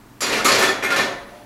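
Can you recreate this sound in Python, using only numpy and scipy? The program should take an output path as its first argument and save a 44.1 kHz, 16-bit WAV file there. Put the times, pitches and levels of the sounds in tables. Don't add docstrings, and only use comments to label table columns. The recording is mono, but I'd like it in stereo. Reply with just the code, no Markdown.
import sys
import numpy as np
from scipy import signal
from scipy.fft import rfft, irfft
from scipy.io import wavfile

SR = 44100
rng = np.random.default_rng(int(sys.argv[2]) if len(sys.argv) > 2 else 0)


def persist_wave(psi):
    counts = np.round(np.clip(psi, -1, 1) * 32767).astype(np.int16)
    wavfile.write(sys.argv[1], SR, np.atleast_2d(counts).T)


N = 63945
T = np.arange(N) / SR

# (time [s], level [dB], brightness [Hz], thump [dB], tin ring [dB], wire ring [dB],
#  boosted pitch [Hz], boost [dB])
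KNOCKS = [(0.2062, -30.5, 15700, -22, -20, 13, 6000, 6), (0.219, -26.5, 7800, 3, 6.5, 4, 5000, 7.5),
          (0.262, -24.5, 4900, -22, -14, 5, 1870, 1), (0.296, -29.5, 3500, 5.5, 7, -6, 560, 0),
          (0.327, -23.5, 4000, 2.5, -1.5, -14, 2270, 7.5), (0.396, -39, 1200, -15, -6, 10.5, 1270, 17.5),
          (0.4455, -21.5, 14000, -22, 4.5, 6.5, 7100, 4.5), (0.451, -18, 9100, 2.5, -2, 6, 1170, 5.5),
          (0.482, -18, 6130, -3.5, 5.5, 7, 2260, 0), (0.516, -23.5, 5500, 10, -1, 8, 4570, 10),
          (0.547, -25, 5500, 6.5, -2, -4, 5130, 8.5), (0.590, -22.5, 16000, 8, 0.5, -8, 650, 1.5),
          (0.611, -27, 3030, 1, 3, 1, 1270, 12), (0.624, -20.5, 9100, -4, 1, 2, 2130, 5),
          (0.680, -34, 2490, 1, 16.5, 22, 3450, 4), (0.825, -26, 2400, -1.5, 8, -2, 1930, 7.5),
          (0.836, -29.5, 11900, 11, 8, -16, 1730, 9), (0.904, -27, 6950, -23, 3, -8, 1670, 12),
          (0.920, -25, 4050, -2, 6, -18, 3720, 4.5), (0.962, -21.5, 6540, -4.5, 0.5, -6, 1040, 6.5),
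          (0.978, -26, 4550, 9.5, 5, -15, 3870, 9.5), (0.996, -22.5, 2550, -15, 3, 6, 1980, -1)]
# (start [s], length [s], level [dB], brightness [Hz])
SLIDES = [(0.225, 0.17, -18.5, 3150), (0.46, 0.22, -19, 3560), (0.86, 0.2, -24, 2100)]
# (start [s], length [s], pitch [Hz], level [dB])
SQUEALS = [(0.610, 0.03, 1768, -18), (0.672, 0.04, 1787, -24), (0.600, 0.055, 383, -23.5),
           (0.67, 0.045, 384, -28), (0.645, 0.047, 3415, -28), (0.625, 0.02, 8170, -37),
           (0.832, 0.02, 8450, -42), (0.902, 0.026, 1412, -19), (0.938, 0.016, 1765, -21),
           (0.988, 0.012, 1795, -21)]
# (pitch [Hz], level [dB], ring time [s])
TIN_NOTES = [(252.8, -24, 0.86), (289.5, -20, 0.36), (382.6, -16, 0.51), (553.8, -19.5, 1),
             (616, -19, 0.57), (768.5, -18, .45), (1072, -15.5, 0.33), (1284, -23.5, 0.39),
             (1421, -22, 0.58), (1786, -16, 0.79), (2141, -11.5, 0.26), (2385, -12, 0.34),
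             (2510, -16, 0.43), (3443, -20, .36), (4010, -23, 0.61), (5690, -16.5, 0.31), (6550, -18, 0.48),
             (11600, -13, 0.25), (13400, -23, 0.22)]
# (pitch [Hz], level [dB], ring time [s])
WIRE_NOTES = [(1195, -14, 0.23), (1291, -10, 0.13), (1810, -25, .35), (2300, -20, 0.19), (2833, -32, 0.18),
              (3380, -21, 0.73), (4360, -13, 0.2), (4820, -15, 0.31), (5260, -28, 0.22), (6000, -30.5, 0.9),
              (6860, -14, 0.31), (7090, -16, 0.18), (7390, -10.5, 0.17), (10500, -15.5, 0.17),
              (11100, -10, 0.19), (11450, -16, 0.12)]
# (pitch [Hz], level [dB per Hz], ring time [s])
CLANG = [(45, -24, 0.74), (115, -15.5, 0.88), (179, -15.5, 0.92), (248, -4.5, 0.8), (594, -3, 0.73),
         (840, -8.5, 1), (1180, -4.5, 0.7), (2040, -4, 0.71), (2780, -6.5, 0.54), (4170, -6, 0.51),
         (6900, -9.5, 0.47), (9200, -11, 0.41), (11350, -8, 0.41), (12900, -15.5, 0.28),
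         (15500, -19.5, 0.42)]
# (pitch [Hz], left minus right [dB], likeness [0 to 1])
STEREO = [(60, -8.5, .85), (130, -8, .94), (350, -4.5, .96), (700, -2.7, .94), (1400, -2, .91),
          (2800, -2.4, .84), (4500, -4.5, .7), (7000, -7, .55), (9000, -2, .4), (11000, 1.5, .5),
          (12500, -12, .3), (15500, -6, .45)]
# (start [s], length [s], pitch [Hz], level [dB])
HINGE_NOTES = [(1.10, 0.12, 568, -44), (1.27, 0.16, 592, -51), (1.09, 0.07, 706, -41),
               (1.24, 0.21, 706, -48)]
# (start [s], length [s], level [dB], brightness [Hz])
DOOR_RUBS = [(1.17, 0.16, -54, 243), (1.27, 0.13, -47, 4030)]
# (time [s], level [dB])
WHINE_LEVELS = [(0.25, -100), (0.4, -66), (1.2, -62), (1.45, -67)]
# (pitch [Hz], level [dB per Hz])
ROOM_NOISE = [(15, -43), (25, -1), (86, -27.5), (122, -6), (152, -17), (246, -7), (567, -21), (945, -17),
              (3340, -31.5), (11800, -37), (15500, -36.5)]
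# (pitch [Hz], level [dB])
HUM_NOTES = [(119, -59), (274.5, -60)]

BUILD_UP_S = 0.0067
ROOM_PAN_DB = -4.5


def knocks(spots):
    out = 0
    for k, (start, db, bright_hz, thump_db, tin_db, wire_db, boost_hz, boost_db) in enumerate(KNOCKS):
        body = spots[k % len(spots)]
        body = body + (from_db(thump_db) - 1) * low_pass(body, hz=460)
        body = body + from_db(tin_db) * ring(TIN_NOTES) + from_db(wire_db) * ring(WIRE_NOTES)
        peak = signal.iirpeak(boost_hz, Q=1 / 0.48, fs=SR)
        body = body + (from_db(boost_db) - 1) * signal.lfilter(*peak, body)
        out = out + from_db(db) * delayed(low_pass(body, bright_hz), start)
    return out


def ring(notes, count=4, detune=0.00918, scatter_db=1.0):
    out = 0
    for hz, db, ring_s in notes:
        pitches = hz * (1 + detune * rng.uniform(-1.043, 1, (2, count, 1)))
        phases = rng.uniform(0, 2 * np.pi, (2, count, 1))
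        waves = np.sin(2 * np.pi * pitches * T + phases).sum(1) * np.sqrt(2 / count)
        gain = from_db(db + scatter_db * rng.normal()) * pan(at_hz(STEREO, hz))
        out = out + gain * stereo_pair(*waves, at_hz(STEREO, hz, column=2)) * fade(T, ring_s)
    return out * (1 - np.exp(-T / BUILD_UP_S))


def clang():
    out, power = 0, 0
    for hz, noises in noise_bands():
        band = from_db(at_hz(CLANG, hz)) * stereo_pair(*noises, at_hz(STEREO, hz, column=2))
        power += np.mean(band ** 2)
        out = out + band * pan(at_hz(STEREO, hz)) * fade(T, at_hz(CLANG, hz, column=2))
    build_up = 1 - np.exp(-T / BUILD_UP_S)
    crack = from_db(1.5) * np.exp(-T / 0.01)
    return out / np.sqrt(power) * (build_up + crack)


def rubbing(strokes, spot, slips_per_s=300, spread_db=2):
    out = 0
    for start, length, db, bright_hz in strokes:
        sizes = from_db(spread_db * np.minimum(rng.exponential(1, N), 3)) * rng.choice([-1, 1], N)
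        slips = unit_power(sizes * (rng.random(N) < slips_per_s / SR))
        moving = (T > start) & (T < start + length)
        out = out + from_db(db) * low_pass(slips * moving, bright_hz)
    response = spot / np.sqrt(np.sum(spot ** 2) / 2)
    return signal.fftconvolve(out[None], response, axes=1)[:, :N]


def squealing(notes, ring_s, wander, flutter_db):
    out = 0
    for start, length, hz, db in notes:
        swell = np.sqrt(np.clip((T - start) / length, 0, 1))
        tail = fade(np.maximum(T - start - length, 0), ring_s)
        pitch = hz * (1 + wander * drift(55.4))
        tone = np.sqrt(2) * np.sin(2 * np.pi * np.cumsum(pitch) / SR)
        gain = from_db(db + flutter_db * drift(33))
        out = out + pan(at_hz(STEREO, hz)) * tone * swell * tail * gain
    return out


def door_puff(peak_s=1.21, width_s=0.039):
    swell = np.exp(-((T - peak_s) / width_s) ** 2)
    return pan(ROOM_PAN_DB) * from_db(-51) * drift(45) * swell


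def whine(hz=10660, flutter_hz=100):
    phase = 2 * np.pi * hz * T
    tone = drift(flutter_hz) * np.sin(phase) + drift(flutter_hz) * np.cos(phase)
    return from_db(np.interp(T, *np.transpose(WHINE_LEVELS))) * tone


def room_tone():
    air = sum(from_db(at_hz(ROOM_NOISE, hz)) * stereo_pair(*noises, likeness=0.4)
              for hz, noises in noise_bands())
    hum = sum(from_db(db) * np.sqrt(2) * np.sin(2 * np.pi * hz * T + drift(1.15) / 2)
              for hz, db in HUM_NOTES)
    return pan(ROOM_PAN_DB) * (from_db(-46.5) * unit_power(air) + hum)


def from_db(db):
    return 10 ** (np.asarray(db) / 20)


def unit_power(x):
    return x / np.sqrt(np.mean(x ** 2) + 1e-20)


def fade(t, ring_s):
    return np.exp(-np.log(1000) * t / ring_s)


def at_hz(table, hz, column=1):
    table = np.array(table)
    return np.interp(np.log(hz), np.log(table[:, 0]), table[:, column])


def pan(db):
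    return from_db(np.array([[db], [-db]]) / 2)


def low_pass(x, hz, order=1):
    return signal.sosfilt(signal.butter(order, hz, fs=SR, output="sos"), x)


def drift(hz):
    return unit_power(low_pass(rng.standard_normal(2 * N), hz, order=2)[N:])


def delayed(x, start):
    return np.pad(x, ((0, 0), (int(start * SR), 0)))[:, :N]


def stereo_pair(mid, side, likeness):
    opposite = side * np.array([[1], [-1]])
    return (np.sqrt(1 + likeness) * mid + np.sqrt(1 - likeness) * opposite) / np.sqrt(2)


def noise_bands(count=30):
    edges = np.geomspace(220, 17200, count + 1) - 200
    white = rfft(rng.standard_normal((2, 2 * SR)))
    hz = np.arange(SR + 1) / 2
    for low, high in zip(edges, edges[1:]):
        inside = (hz >= low) & (hz < high)
        yield np.sqrt(low * high), irfft(white * inside)[:, :N]


def scene():
    spots = [clang() for _ in range(5)]
    tin = knocks(spots) + rubbing(SLIDES, spots[0])
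    tin += squealing(SQUEALS, ring_s=0.13, wander=0.011, flutter_db=2)
    door = rubbing(DOOR_RUBS, spots[1])
    door += squealing(HINGE_NOTES, ring_s=0.42, wander=0.012, flutter_db=4)
    left, right = tin + door
    hz, lag_s = np.arange(SR + 1) / 2, 17e-6
    left = irfft(rfft(left, 2 * SR) * np.exp(-2j * np.pi * hz * lag_s))[:N]
    return np.array([left, right]) + door_puff() + whine() + room_tone()


def record(dry):
    treble_cut = signal.cheby2(16, 70, 16500, fs=SR, output="sos")
    return signal.sosfilt(treble_cut, np.clip(dry, -1, 1))


dry = scene()
out = record(dry)
persist_wave(out)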